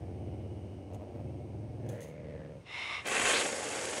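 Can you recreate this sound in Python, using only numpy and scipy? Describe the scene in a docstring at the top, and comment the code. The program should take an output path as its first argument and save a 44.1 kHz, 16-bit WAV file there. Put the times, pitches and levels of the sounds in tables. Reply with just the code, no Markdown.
"""A wild cat growls and hisses

Pulses of the vocal folds excite chest and throat in a low growl, mouth shut. The cat licks its lips
and bares its teeth in a slower, rattling snarl. It draws air through the opening jaws, then turbulent
flow, shaped by the resonances of the mouth, makes a loud, wet hiss that sinks to a steady rasp.
A quiet room with a wooden floor, heard in mono from about a metre."""
import sys
import numpy as np
from scipy import signal
from scipy.fft import rfft, irfft, next_fast_len
from scipy.io import wavfile
from scipy.ndimage import uniform_filter1d

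SR = 44100
rng = np.random.default_rng(int(sys.argv[2]) if len(sys.argv) > 2 else 0)


def store_pcm(level_fs):
    """Save levels as 16-bit WAV."""
    pcm = np.round(np.clip(level_fs, -1, 1) * 32767).astype(np.int16)
    wavfile.write(sys.argv[1], SR, np.atleast_2d(pcm).T)


N = 176400
TIME = np.arange(N) / SR


def hiss():
    """Turbulence excites the vocal tract: a throat blast, a wet rasp and a jet between the teeth."""
    # Each row: time in seconds, then levels of blast, rasp and jet in dB.
    hiss_levels = [(3.042, -58, -63, -67), (3.058, -39, -38.5, -51.5), (3.095, -36, -45.5, -41.5),
                   (3.145, -32, -37.5, -39), (3.2, -33, -38.5, -38), (3.235, -35, -52, -36.5),
                   (3.262, -28, -46, -35.5), (3.295, -30, -36, -32), (3.35, -29, -38, -37.5),
                   (3.4, -35.5, -35, -36.5), (3.46, -40, -37.5, -39.5), (3.53, -61, -38, -43),
                   (3.6, -47, -39, -44), (3.72, -43.5, -40.5, -43.5), (4.0, -50.5, -39, -43)]
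    # Spectral envelopes. Each row: frequency in Hz, gain in dB.
    blast_colour = [(100, -24), (220, -4.5), (420, -1.5), (800, 4.5), (930, -2), (1100, 2.5), (1320, 0.5),
                    (1550, 3.5), (2000, 6.5), (2700, 0.5), (3400, -1), (4200, -7), (5500, -20),
                    (11000, -40), (12000, -75)]
    rasp_colour = [(80, -37.5), (200, -6.5), (350, -4.5), (530, 2), (700, -7), (1000, -12.5), (1700, -9.5),
                   (2100, -15), (3000, -12), (4200, -19), (5500, -19.5), (10000, -57), (12000, -85)]
    jet_colour = [(2500, -24.5), (4500, -3.5), (5900, -2.5), (6600, 1), (7600, 6), (9000, 0.5),
                  (11050, -4.5), (11350, -14), (11700, -12.5), (12000, -46), (15000, -33)]
    # Resonances and notches. Each row: centre in Hz, width in Hz, gain in dB.
    blast_peaks = [(431, 113, 10.5), (1112, 72, 8), (1550, 95, 5.5), (2420, 160, 5), (2649, 81, 10),
                   (3160, 65, 7.5)]
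    rasp_peaks = [(512, 140, 1.5), (826, 120, 7), (2115, 220, 8), (2650, 82, -4), (4630, 68, 9),
                  (5610, 130, 9)]
    jet_peaks = [(6150, 38, 11.5), (6600, 120, 6.5), (7000, 120, 6), (7370, 320, -4.5), (8680, 160, -2)]
    # A film of spittle gives way. Each row: time in seconds, lift in dB.
    sputters = [(3.199, 2.5), (3.222, 3.5), (3.491, 2.5), (3.732, 1.5), (3.752, 3.5), (3.855, 5.5)]
    sputter_s = .0025
    blast_gain, rasp_gain, jet_gain = levels(hiss_levels)
    blast = colour(airflow(flutter_db=3, flutter_hz=90, wet=.34), blast_colour, blast_peaks)
    rasp = colour(airflow(flutter_db=2.5, flutter_hz=111, wet=.35), rasp_colour, rasp_peaks)
    jet = colour(airflow(flutter_db=1.5, flutter_hz=70.4, wet=.18), jet_colour, jet_peaks)
    stream = blast_gain * evened(blast) + rasp_gain * evened(rasp) + jet_gain * evened(jet) + gape()
    flutter = evened(from_db(.45 * drift(rate_hz=55)))  # the throat shakes the whole airstream
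    sputter = from_db(sum(db * np.exp(-((TIME - s) / sputter_s) ** 2) for s, db in sputters))
    return sputter * flutter * stream


def gape():
    """A cavity resonance in the hiss climbs as the jaws widen and drops as they relax."""
    # Each row: time in seconds, resonance in Hz.
    gape_hz = [(3.06, 2100), (3.2, 2250), (3.29, 2750), (3.345, 3700), (3.38, 4702), (3.41, 3302),
               (3.46, 2600)]
    # Each row: time in seconds, level in dB.
    gape_level = [(3.07, -57), (3.2, -39), (3.29, -36.5), (3.375, -34.5), (3.44, -44.5), (3.5, -51)]
    air = airflow(flutter_db=1, flutter_hz=99, wet=.28)
    for _ in range(2):
        air = moving_resonance(air, gape_hz, width_hz=1500)
    return levels(gape_level)[0] * evened(air)


def growl():
    """Source and filter: vocal-fold pulses drive chest and throat. Returns chest and mouth sound."""
    # Each row: time in seconds, chest level in dB, throat level in dB.
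    growl_levels = [(0, -43, -48.5), (.3, -40.5, -45.5), (.5, -42, -48), (.88, -47.5, -50), (.95, -42, -48),
                    (1.0, -45.5, -48), (1.09, -53, -48), (1.17, -42.5, -47.5), (1.28, -41, -47.5),
                    (1.45, -45, -48), (1.62, -40.5, -48), (1.72, -44, -50), (1.91, -38.5, -42.5),
                    (2.0, -49, -47), (2.17, -48, -50.5), (2.3, -46.5, -46), (2.57, -48.5, -52.5),
                    (2.615, -56, -66)]
    # Each row: time in seconds, parting of the lips from 0 to 1.
    lips = [(1.8, 0.06), (1.97, 0.98), (2.6, 1)]
    # Spectra of throat and chest, in growl and snarl. Each row: frequency in Hz, gain in dB.
    mouth_shut = [(100, -16.5), (200, -0.5), (250, -0.5), (345, 2), (450, -6.5), (600, -8), (780, -12),
                  (1000, -28), (1250, -45), (1800, -40), (3000, -39.5), (4000, -61), (14000, -77)]
    teeth_bared = [(100, -17.5), (200, -8.5), (290, -2.5), (370, -6.5), (520, 3), (610, -2), (700, -15.5),
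                   (1000, -21), (1450, -46), (2000, -29), (2650, -31.5), (3300, -36.5), (6000, -49),
                   (14000, -91)]
    chest_relaxed = [(30, -44.5), (48, -23), (65, 9), (100, -0.5), (140, 4), (200, -11), (300, -20.5),
                     (600, -72), (3000, -100)]
    chest_tensed = [(30, -54), (50, -27), (72, -7), (110, -1.5), (152, 1), (200, -6.5), (300, -30),
                    (600, -59), (3000, -100)]
    beats = fold_beats()
    parted = np.interp(TIME, *np.transpose(lips))
    shut = 1 - parted
    breathiness = .98 * shut + .44 * parted  # the snarl is drier
    uneven_beats = rms_one(beats * from_db(-.2 * rng.standard_normal(N)))
    rattle = uneven_beats + breathiness * puffs(beats, decay_s=.0079)
    throat = shut * colour(rattle, mouth_shut) + parted * colour(rattle, teeth_bared)
    chest = shut * colour(beats, chest_relaxed) + parted * colour(beats, chest_tensed)
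    chest_gain, throat_gain = levels(growl_levels)
    voiced = throat_gain * evened(throat) + licks(rattle)
    breath = wheeze(beats)
    roll = from_db(1.5 * np.cos(throb_phase()))
    return roll * chest_gain * evened(chest), roll * (voiced + nose_whistle()) + breath


def fold_beats(count=320):
    """The vocal folds close in a nearly periodic pulse train, with jitter and shimmer."""
    # Each row: time in seconds, closures per second.
    beat_rate = [(0, 92), (.45, 97.6), (.8, 92.3), (1.25, 100), (1.55, 101), (1.88, 110.4), (1.96, 104),
                 (2.04, 76), (2.3, 76), (2.6, 62)]
    sway_periods, wander_periods = .12, .06
    jitter_s, shimmer_db, end_s = .00045, .3, 2.61
    cycles = np.cumsum(np.interp(TIME, *np.transpose(beat_rate))) / SR
    cycles = cycles + sway_periods * np.sin(throb_phase()) + wander_periods * drift(rate_hz=4)
    lateness, strength = rng.standard_normal((count, 2)).T
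    closure_s = np.interp(np.arange(count) + .5, cycles, TIME) + jitter_s * lateness
    sounding = closure_s < end_s
    beats = np.zeros(N)
    beats[(closure_s[sounding] * SR).astype(int)] = from_db(shimmer_db * strength[sounding])
    return beats


def throb_phase(first_crest_s=.035):
    """A slow flutter of the throat modulates the growl's level and timing; its phase in radians."""
    # Each row: time in seconds, throbs per second.
    throb_rate = [(0, 16.1), (.45, 16.9), (.7, 12.86), (1.0, 13.94), (1.25, 21), (1.7, 20), (2.3, 19.8),
                  (2.6, 15.5)]
    rate_hz = np.interp(TIME - first_crest_s, *np.transpose(throb_rate))
    return 2 * np.pi * (np.cumsum(rate_hz) / SR - rate_hz[0] * first_crest_s)


def intake():
    """Inhaled turbulence excites a mouth resonance that arches in pitch; the throat joins in late."""
    # Each row: time in seconds, then levels of rushing air, mouth and throat in dB.
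    intake_levels = [(2.64, -73, -80, -88), (2.67, -56, -60, -78), (2.72, -48, -46.5, -70),
                     (2.785, -42.5, -42, -64), (2.86, -42.5, -42.5, -60), (2.895, -42.5, -43, -47),
                     (2.945, -40.5, -39.5, -48.5), (3.005, -47, -47.5, -52), (3.035, -61, -60, -70)]
    # Spectrum of the rush. Each row: frequency in Hz, gain in dB.
    rush_colour = [(100, -32), (600, -9), (950, -2.5), (1450, -8.5), (1850, -8), (2100, -4), (2300, -1),
                   (2480, -3), (2720, 3), (3200, -6.5), (3900, -4.5), (4550, -17), (5300, -9),
                   (6400, -24.5), (6900, -19), (7600, -28), (8300, -23), (10000, -28), (12000, -49)]
    # A resonance and a notch. Each row: centre in Hz, width in Hz, gain in dB.
    rush_peaks = [(3656, 132, 7), (4560, 110, -12)]
    # Each row: time in seconds, mouth resonance in Hz.
    mouth_hz = [(2.68, 2080), (2.82, 2165), (2.94, 2160), (3.02, 2110)]
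    rush_gain, mouth_gain, throat_gain = levels(intake_levels)
    rush = colour(airflow(flutter_db=0, flutter_hz=70, wet=.18), rush_colour, rush_peaks)
    mouth = rng.standard_normal(N)
    for _ in range(2):
        mouth = moving_resonance(mouth, mouth_hz, width_hz=200)
    throat = narrow_air(centre_hz=1174, width_hz=110)
    return rush_gain * rush + mouth_gain * evened(mouth) + throat_gain * throat


def smacks(rise_s=.0028):
    """Wet tongue and lips come unstuck in noise transients that decay exponentially."""
    # Each row: start in seconds, level in dB, decay time in seconds.
    clicks = [(.932, -66.5, 0.014), (0.943, -61, 0.0078), (1.862, -70, .008), (1.888, -52, 0.013),
              (1.912, -65, 0.08), (2.004, -55.5, .006), (2.013, -54.5, 0.0087), (2.026, -55.5, 0.027),
              (2.078, -69, .025), (3.066, -44, 0.028)]
    # Each row: frequency in Hz, gain in dB.
    smack_colour = [(100, -33), (500, -9), (1700, -9), (3000, 3.5), (5400, -5), (6400, 9.5), (7500, 1),
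                    (10000, 2), (12000, -4), (15500, -7)]
    envelope = np.zeros(N)
    for start_s, db, decay_s in clicks:
        age = TIME - start_s
        attack = np.clip(age / rise_s, 0, 1)
        decay = np.exp(-np.clip((age - rise_s) / decay_s, 0, 20))
        envelope += from_db(db) * attack * decay
    return envelope * colour(airflow(flutter_db=2, flutter_hz=200, wet=.4), smack_colour)


def licks(rattle):
    """Each flick of the tongue opens the mouth, which briefly radiates the throat's rattle."""
    # Each row: centre in seconds, half-width in seconds, level in dB.
    flicks = [(0.933, 0.031, -48), (1.02, 0.033, -49), (1.172, 0.062, -51)]
    # Each row: frequency in Hz, gain in dB.
    lick_colour = [(200, -24), (450, 0), (600, -2), (750, -7.5), (1000, -15), (1400, -32), (2500, -32.5),
                   (4000, -42), (9000, -53)]
    opening = sum(from_db(db) * np.exp(-((TIME - s) / half_s) ** 2) for s, half_s, db in flicks)
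    return opening * evened(colour(rattle, lick_colour))


def wheeze(beats):
    """Friction noise at constrictions: air streams through the nose and puffs past the teeth."""
    # Each row: time in seconds, nose level in dB, teeth level in dB.
    wheeze_levels = [(0, -71.5, -73), (.3, -71, -90), (.7, -71.5, -100), (1.0, -76, -97),
                     (1.26, -70.5, -98), (1.55, -73.5, -103), (1.82, -72.5, -75.5), (1.97, -72, -61.5),
                     (2.17, -85, -64), (2.32, -76, -63), (2.46, -75, -65), (2.6, -73, -82)]
    # Each row: frequency in Hz, gain in dB.
    nose_colour = [(900, -19), (1800, -12.5), (2250, -3), (2600, -4), (3000, -4.5), (3500, -18.5),
                   (6000, -15.5), (7400, -35), (8600, -10.5), (11000, -28)]
    # Nasal resonance. Each row: centre in Hz, width in Hz, gain in dB.
    nose_peaks = [(2167, 160, 7)]
    # Each row: time in seconds, resonance behind the teeth in Hz.
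    teeth_hz = [(1.92, 1730), (2.1, 2200), (2.3, 2020), (2.41, 1810), (2.47, 1710)]
    nose_gain, teeth_gain = levels(wheeze_levels)
    nose = colour(rng.standard_normal(N), nose_colour, nose_peaks)
    teeth = moving_resonance(puffs(beats, decay_s=.0092), teeth_hz, width_hz=280)
    return nose_gain * nose + teeth_gain * teeth


def nose_whistle():
    """A narrow nasal resonance picks a thin tone out of the breath; it swells and fades."""
    # Each row: time in seconds, level in dB.
    whistle_level = [(.15, -88), (.23, -76), (.63, -74.5), (.9, -76), (1.08, -90)]
    return levels(whistle_level)[0] * narrow_air(centre_hz=2920, width_hz=190)


def reflections(x, t60_s=.2, delay_s=.00602, wall_cutoff_hz=2140):
    """Reverberation: dense echoes decay exponentially, and the walls absorb their treble."""
    age = TIME[:SR]
    tail = rng.standard_normal(SR) * from_db(-60 * age / t60_s) * (age > delay_s)
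    tail = signal.lfilter(*signal.butter(1, wall_cutoff_hz, fs=SR), tail / np.linalg.norm(tail))
    return from_db(-7.5) * signal.fftconvolve(x, tail)[:N]


def room_tone():
    """Stationary noise, strongest in the bass, is the hush of the room."""
    # Each row: frequency in Hz, gain in dB.
    hush_colour = [(25, -27), (45, -22), (65, 15), (105, 16.5), (180, 8), (500, 7.5), (1000, -4.5),
                   (2000, -16.5), (3500, -19), (6600, -21), (7400, -28), (8400, -20.5), (9500, -27.5),
                   (11500, -40), (15000, -52)]
    return from_db(-55.5) * colour(rng.standard_normal(N), hush_colour)


def airflow(flutter_db, flutter_hz, wet):
    """Turbulence as amplitude-modulated noise, with random impulses of bursting spittle."""
    drops_per_s, spread_db = 500, 3.5
    air = rms_one(rng.standard_normal(N) * from_db(flutter_db * drift(flutter_hz)))
    sizes = from_db(spread_db * np.minimum(rng.exponential(1, N), 4)) * rng.choice([-1, 1], N)
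    bursting = rng.random(N) < drops_per_s / SR
    return air + wet * rms_one(sizes * bursting)


def puffs(beats, decay_s):
    """Each pulse releases a puff of turbulence that decays exponentially."""
    envelope = signal.lfilter([1], [1, -np.exp(-1 / (decay_s * SR))], beats + 1e-18)
    return rms_one(envelope * rng.standard_normal(N))


def narrow_air(centre_hz, width_hz):
    """A resonance passes one narrow band of steady air noise."""
    edges_hz = centre_hz * np.exp(np.array([-.5, .5]) * width_hz / centre_hz)
    band = signal.butter(2, edges_hz, "band", fs=SR, output="sos")
    return evened(signal.sosfilt(band, rng.standard_normal(N)))


def moving_resonance(x, glide, width_hz, block=128):
    """A two-pole resonator whose centre glides through rows of seconds and Hz; unit power out."""
    out, state = np.zeros(N), np.zeros(2)
    radius = np.exp(-np.pi * width_hz / SR)
    angle = 2 * np.pi * np.interp(TIME, *np.transpose(glide)) / SR
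    for i in range(0, N, block):
        feedback = [1, -2 * radius * np.cos(angle[i]), radius * radius]
        out[i:i + block], state = signal.lfilter([1], feedback, x[i:i + block], zi=state)
    return rms_one(out)


def colour(x, points, peaks=()):
    """A minimum-phase filter with a broad envelope and narrow peaks or notches; unit power out."""
    size = 2 * next_fast_len(N // 2 + SR // 4, True)
    hz = np.maximum(np.arange(size // 2 + 1) * SR / size, 1)
    point_hz, point_db = np.transpose(points)
    db = np.interp(np.log(hz), np.log(point_hz), point_db)
    for centre, width, lift in peaks:
        db += lift / (1 + (2 * (hz - centre) / width) ** 2)
    cepstrum = irfft(np.log(from_db(db)))
    cepstrum[1:size // 2] *= 2  # folding the cepstrum makes the filter causal
    cepstrum[size // 2 + 1:] = 0
    return rms_one(irfft(rfft(x, size) * np.exp(rfft(cepstrum)))[:N])


def drift(rate_hz, hop=40, settle=2000):
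    """Low-passed noise gives a smooth random fluctuation of unit power."""
    pole = np.exp(-2 * np.pi * rate_hz * hop / SR)
    noise = rng.standard_normal(N // hop + settle + 2)
    slow = signal.lfilter([1], [1, -2 * pole, pole * pole], noise)[settle:]
    return np.interp(np.arange(N) / hop, np.arange(len(slow)), rms_one(slow))


def levels(rows):
    """One amplitude envelope per dB column, dying away quickly outside the listed times."""
    s, *columns = np.transpose(rows)
    outside_s = np.maximum(s[0] - TIME - .03, 0) + np.maximum(TIME - s[-1] - .03, 0)
    return [from_db(np.interp(TIME, s, db)) * np.exp(-100 * outside_s) for db in columns]


def evened(x, span_s=.06):
    """Even air pressure holds the power steady over a short span; faster grain stays."""
    power = uniform_filter1d(x ** 2, int(span_s * SR))
    return x / np.sqrt(np.maximum(power, .01 * np.mean(x ** 2)))


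def rms_one(x):
    """Scale to unit power."""
    return x / np.sqrt(np.mean(x ** 2) + 1e-20)


def from_db(db):
    """Decibels to amplitude ratio."""
    return 10 ** (np.asarray(db) / 20)


def scene():
    """Superposition of the cat, the reflections of its mouth sound and the hush, in two equal channels."""
    chest, throat = growl()
    mouth = throat + intake() + hiss() + smacks()
    hush = room_tone()
    return np.tile(chest + mouth + reflections(mouth) + hush, (2, 1))


def record(dry):
    """A steep elliptic low-pass filter limits the bandwidth."""
    cutoff_hz = 15700
    return signal.sosfilt(signal.ellip(10, .1, 80, cutoff_hz, fs=SR, output="sos"), dry)


dry = scene()
out = record(dry)
store_pcm(out)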